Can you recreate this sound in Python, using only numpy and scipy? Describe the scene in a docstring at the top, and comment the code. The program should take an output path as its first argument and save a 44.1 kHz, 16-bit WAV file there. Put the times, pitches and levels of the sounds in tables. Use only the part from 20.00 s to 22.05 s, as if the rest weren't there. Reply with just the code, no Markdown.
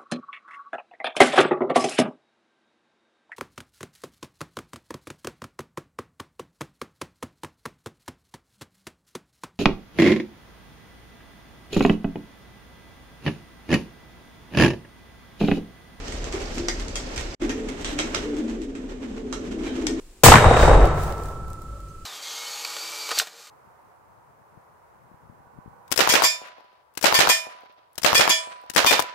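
"""Pipe cannon in an overgrown plot

A steel pipe cannon fires and overloads the microphone. Echoes slap back from near and far,
a low boom rolls on, and the pipe rings in beating pairs of modes. Bits of debris patter down
through the leaves, over quiet outdoor air and one faint chirp."""
import sys
import numpy as np
from scipy import signal
from scipy.fft import rfft, irfft
from scipy.io import wavfile
from scipy.ndimage import uniform_filter1d

SR = 44100
rng = np.random.default_rng(int(sys.argv[2]) if len(sys.argv) > 2 else 0)


def bounce(signal):
    """Save signal as a 16-bit WAV file at the path given by the first command-line argument."""
    frames = np.transpose(np.atleast_2d(signal))
    limited = np.clip(frames, -1, 1)
    pcm = np.round(limited * 32767).astype(np.int16)
    wavfile.write(sys.argv[1], SR, pcm)


N = 90404
T, HZ = np.arange(N) / SR, np.fft.rfftfreq(N, 1 / SR)
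FIRE_S = 0.2358


def amp(db):
    """Decibels to gain."""
    return 10 ** (np.asarray(db) / 20)


def unit(x):
    """Scales to an rms of one."""
    return x / np.sqrt(np.mean(x ** 2) + 1e-20)


def curve_at(points, hz):
    """Reads a curve on a log-frequency axis."""
    freqs, values = np.transpose(points)
    return np.interp(np.log(hz + 1), np.log(freqs + 1), values)


def eq(points):
    """Gain across the spectrum from an EQ curve in dB."""
    return amp(curve_at(points, HZ))


def band(centre_hz, octaves):
    """A bell of gain around one frequency."""
    return np.exp(-.5 * (np.log2((HZ + 1) / centre_hz) / octaves) ** 2)


def pan(left_db):
    """Stereo gains that put the left channel left_db above the right."""
    return amp(np.array([[left_db], [-left_db]]) / 2)


def swell(peak_s, half_width_s):
    """A bell-shaped fade in and out."""
    return np.exp(-((T - peak_s) / half_width_s) ** 2 / 2)


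def wander(seconds):
    """A smooth random wobble of rms one."""
    window = np.hanning(int(2 * seconds * SR) + 3)
    return unit(signal.fftconvolve(rng.standard_normal(N), window, "same"))


def steady(x, window_s):
    """Rides the gain to even out swells longer than the window."""
    power = uniform_filter1d((x ** 2).mean(0), int(window_s * SR))
    return x / np.sqrt(abs(power) + 1e-9)


def die_away(x, start_s, decay_curve, bands=14):
    """From start_s on, each band decays at its own speed."""
    centres, spectrum = np.geomspace(60, 16000, bands), rfft(x)
    age, out = np.maximum(T - start_s, 0), np.zeros((2, N))
    for hz, solo in zip(centres, np.eye(bands)):
        part = irfft(spectrum * np.interp(HZ, centres, solo), N)
        out += part * amp(-60 * age / curve_at(decay_curve, hz))
    return out


# Left-right tint of the microphone pair: freq_hz, left_over_right_db
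MIC_BALANCE = [(60, 0.5), (300, 0.5), (2000, .5), (5500, -4), (8200, 6), (10000, -0.5), (12500, -1),
               (16000, -12)]
def colour(x, gain):
    """Filters a stereo signal, adds each microphone's tint and scales to an rms of one."""
    side_db = curve_at(MIC_BALANCE, HZ) / 2
    return unit(irfft(rfft(x) * gain * amp([side_db, -side_db]), N))


# How alike the two microphones sound: freq_hz, correlation
MIC_LIKENESS = [(50, .985), (150, .96), (500, .89), (1100, .6), (2200, .25), (4000, 0), (16000, 0)]
def noise(gain):
    """Coloured stereo noise, nearly mono in the bass and wide in the treble."""
    mid, side = rfft(rng.standard_normal((2, N)))
    likeness = curve_at(MIC_LIKENESS, HZ)
    mid, side = mid * np.sqrt(1 + likeness), side * np.sqrt(1 - likeness)
    return colour(irfft([mid + side, mid - side], N), gain)


# Tone of the outdoor bed: freq_hz, relative_db
AIR_EQ = [(12, -10), (20, 20.5), (142, -10.5), (270, -6), (357, -1.5), (698, -15), (1190, -17.5),
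          (2750, -17.5), (3070, -19.5), (4420, -19), (6010, -19.5), (7310, -15), (16000, -30.5)]
def air(level_db=-48.5):
    """A quiet bed of outdoor air, mostly low rumble."""
    return amp(level_db) * noise(eq(AIR_EQ))


def chirp(peak_s=1.9, half_width_s=0.011, pitch_hz=6300, rise_hz_per_s=4000, level_db=-60):
    """One faint rising chirp, like a distant bird."""
    glide_hz = pitch_hz + rise_hz_per_s * (T - peak_s)
    return amp(level_db) * swell(peak_s, half_width_s) * np.sin(2 * np.pi * np.cumsum(glide_hz) / SR)


# Showers of grit: peak_s, level_db, half_width_s
GRIT_SHOWERS = [(1.036, -41, 0.056), (1.25, -49.5, 0.078)]
# Tone of grit on leaves: freq_hz, relative_db
GRIT_EQ = [(1000, 4), (4000, -2.5), (8000, 1.5), (11000, -6), (16000, -5)]
def grit(grains_per_s=14000, spread_db=2):
    """Fine grit sprinkles through the leaves in showers of tiny clicks."""
    grains = rng.standard_normal((2, N)) * (rng.random((2, N)) < grains_per_s / SR)
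    grains *= amp(spread_db * np.minimum(rng.exponential(1, (2, N)), 4))
    envelope = sum(amp(db) * swell(peak_s, half_s) for peak_s, db, half_s in GRIT_SHOWERS)
    return envelope * colour(grains, eq(GRIT_EQ))


# Bits of debris landing: start_s, level_db, pan_left_db, centre_hz
DEBRIS_HITS = [(.828, -42, -7, 11000), (0.8552, -31.5, -5, 6760), (.872, -33.5, 3, 6000),
               (1.02, -42, -11, 5500), (1.035, -36, -12, 7860), (1.124, -36, -9, 4700),
               (1.181, -42.5, -7, 7000), (1.236, -38, 7.5, 7400), (1.246, -48, 6, 10900),
               (1.258, -40, 10, 9000), (1.286, -43, 5, 6500), (1.4821, -46, -6, 7000),
               (1.5025, -43.5, 15, 8800), (1.532, -39, 6, 6950), (1.619, -39, 2, 9900),
               (1.8027, -46, 0, 6000), (1.887, -52, -5, 7500)]
def debris(tick_s=0.00088, rustle_s=0.014, rustle_db=-14.5):
    """Single bits tick on leaves, which rustle briefly."""
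    out = np.zeros((2, N))
    for start_s, level_db, left_db, centre_hz in DEBRIS_HITS:
        age = np.maximum(T - start_s, 0)
        envelope = (T >= start_s) * (np.exp(-age / tick_s) + amp(rustle_db) * np.exp(-age / rustle_s))
        out += pan(left_db) * amp(level_db) * envelope * noise(band(centre_hz, octaves=1))
    return out


# Tone of the last distant echo: freq_hz, relative_db
FAR_ECHO_EQ = [(100, -2), (200, -2), (260, -5), (330, -1), (440, -6.5), (570, 4.5), (700, -26), (950, -17),
               (1150, -4.5), (1500, -16), (4000, -47)]
def far_echo(level_db=-50.5):
    """The bang comes back from far away, faint, dull and smeared."""
    return amp(level_db) * swell(peak_s=1.72, half_width_s=0.19) * noise(eq(FAR_ECHO_EQ))


# Tone of the echo off the trees: freq_hz, relative_db
TREE_ECHO_EQ = [(800, -20), (2000, -5), (3200, -2), (5000, -3), (8200, -4.5), (10500, -21), (16000, -17.5)]
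def tree_echo(level_db=-30.5):
    """A line of trees smears the bang into a bright hiss."""
    return amp(level_db) * swell(peak_s=0.625, half_width_s=0.044) * noise(eq(TREE_ECHO_EQ))


# Tone of the rolling tail: freq_hz, relative_db
ROLL_EQ = [(60, -2), (160, -7.5), (250, -9.5), (480, 1), (1050, -3), (1700, -9.5), (2800, -20.5),
           (5000, -31), (8200, -27), (10500, -45.5), (16000, -83)]
# Decay of the tail: freq_hz, t60_s
ROLL_DECAY = [(100, 1.84), (250, 2.57), (500, 1.5), (1100, 1.64), (2200, 1.16), (5000, 1.35), (16000, 0.27)]
def roll(level_db=-16.5, attack_s=0.027, fade_from_s=0.69, flutter_db=1.43, flutter_s=0.0072):
    """Countless far echoes hold a fluttering level for about half a second, then fade."""
    attack = np.clip((T - FIRE_S) / attack_s, 0, 1)
    envelope = attack * amp(level_db + flutter_db * wander(flutter_s))
    return envelope * die_away(noise(eq(ROLL_EQ)), fade_from_s, ROLL_DECAY)


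# Modes of the steel pipe: pitch_hz, level_db, t60_s, pan_left_db
PIPE_MODES = [(1304.6, -34.5, 6.45, -5.5), (1332, -28, 5.2, -4.5), (3727, -15.5, 1.03, -3),
              (3774, -19, 1.06, 1), (3850, -19, 0.92, 0)]
# Waver of the ring: freq_hz, depth_ratio
RING_WAVER = [(1300, .09), (3700, .6)]
def pipe_ring(attack_s=0.4, waver_s=0.017):
    """Close steel modes swell and beat as they ring out; the higher ones waver more."""
    age, out = np.maximum(T - FIRE_S, 0), np.zeros((2, N))
    attack = np.minimum(age / attack_s, 1) ** 2
    for pitch_hz, level_db, t60_s, left_db in PIPE_MODES:
        # complex, so both level and phase wobble
        wobble = np.array([wander(waver_s) + 1j * wander(waver_s) for channel in "LR"])
        waver = 1 + curve_at(RING_WAVER, pitch_hz) * wobble
        tone = (waver * np.exp(2j * np.pi * pitch_hz * age)).imag
        out += pan(left_db) * attack * amp(level_db - 60 * age / t60_s) * tone
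    return out


# Deep pulses in the boom: peak_s, level_db, half_width_s
SUB_THROBS = [(0.634, -11.5, .025), (0.76, -5.5, 0.027), (0.836, -5, 0.013), (1.047, -27, 0.06),
              (1.25, -32, 0.034), (1.473, -42, 0.014), (1.706, -32.5, 0.029), (1.862, -38, 0.046)]
def throbs(pitch_hz=49, drift_ratio=0.049, drift_s=0.067):
    """The longest waves of the blast return as a few nearly pure, deep cycles."""
    envelope = sum(amp(db) * swell(peak_s, half_s) for peak_s, db, half_s in SUB_THROBS)
    cycles = np.cumsum(pitch_hz * (1 + drift_ratio * wander(drift_s))) / SR + rng.random()
    return envelope * np.sin(2 * np.pi * cycles)


# Rise and fall of the bass: time_s, level_db
BOOM_ENVELOPE = [(.236, -56), (.265, -18.5), (.287, -5.5), (.33, -14.5), (.41, -32), (.445, -20),
                 (.47, -6.5), (.505, -19.5), (.6, -20.5), (.635, -16), (.7, -17), (.765, -13), (.81, -26),
                 (.845, -20.5), (.895, -22), (1.03, -26), (1.16, -33.5), (1.38, -35), (1.48, -32.5),
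                 (1.6, -42), (1.69, -39.5), (2.04, -45)]
# Tone of the bass: freq_hz, relative_db
BOOM_EQ = [(20, -7), (33, -22), (48, -4.5), (62, -7), (75, -7), (100, -7), (125, -17.5), (150, -12.5),
           (220, -36), (600, -107)]
def boom(attack_s=0.0033):
    """The low end of the blast comes back in waves."""
    attack = np.clip((T - FIRE_S) / attack_s, 0, 1)
    envelope = attack * amp(np.interp(T, *np.transpose(BOOM_ENVELOPE)))
    return envelope * steady(noise(eq(BOOM_EQ)), window_s=0.024)


# Distinct slaps off walls and trees: start_s, level_db, centre_hz, length_s
SLAPS = [(0.2341, -7.5, 556, 0.0088), (0.2613, 3.5, 740, 0.0051), (0.2845, 6, 580, 0.0039),
         (0.3186, 5, 1020, 0.0068), (0.338, 1.5, 1060, 0.0065), (0.346, -9.5, 148, 0.021),
         (0.356, 1.5, 1300, 0.0027), (0.36, -13, 1390, 0.027), (0.4424, -8.5, 920, 0.003),
         (0.458, -16, 756, 0.03), (0.51, -3.5, 485, 0.0045), (0.566, -19.5, 1660, 0.0065),
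         (0.621, -19.5, 1080, 0.025), (0.634, -11, 530, 0.0066), (0.674, -13.5, 537, 0.039),
         (.712, -8, 530, 0.0048), (0.739, -15, 555, 0.029), (0.783, -16.5, 406, 0.028),
         (0.835, -16, 507, 0.025)]
def slapback(attack_share=0.16, skirt_db=-23.5):
    """Walls and trees return the bang as short, dull bursts; the longer ones start more softly."""
    out = np.zeros((2, N))
    for start_s, level_db, centre_hz, length_s in SLAPS:
        attack = np.clip((T - start_s) / (attack_share * length_s), 0, 1)
        envelope = amp(level_db) * attack * swell(start_s, length_s)
        tone = band(centre_hz, octaves=0.55) + amp(skirt_db) * band(centre_hz, octaves=1.7)
        out += envelope * steady(noise(tone), window_s=0.017)
    return out


# Tone of the blast and its scatter in the bushes: freq_hz, relative_db
BLAST_EQ = [(30, -40), (120, 12.5), (230, -1.5), (480, -3), (900, -5.5), (1800, -2.5), (3000, -7),
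            (5500, -8.5), (8200, -4), (10500, -16.5), (16000, -7)]
# Decay of the blast: freq_hz, t60_s
BLAST_DECAY = [(100, 1), (1000, 0.31), (2200, 0.67), (4000, 0.42), (8000, 0.36), (12000, 0.34),
               (16000, 0.067)]
def blast(level_db=-2.5, hold_s=0.026):
    """The crack hits at once and scatters from the foliage; the top end dies first."""
    crack = die_away(noise(eq(BLAST_EQ)), FIRE_S + hold_s, BLAST_DECAY)
    return amp(level_db) * (T >= FIRE_S) * crack


def scene():
    """The shot and its aftermath over quiet outdoor air."""
    shot = blast() + slapback() + roll() + tree_echo() + far_echo() + boom() + throbs() + pipe_ring()
    return shot + grit() + debris() + chirp() + air()


def record(dry, knee_hardness=5.7, cutoff_hz=15900):
    """The microphone overloads, soft-clipping at full scale; a steep low-pass follows."""
    clipped = dry / (1 + abs(dry) ** knee_hardness) ** (1 / knee_hardness)
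    lowpass = signal.firwin(301, cutoff_hz, window=("kaiser", 8), fs=SR)
    return signal.oaconvolve(clipped, lowpass[None], "same")


dry = scene()
out = record(dry)
bounce(out)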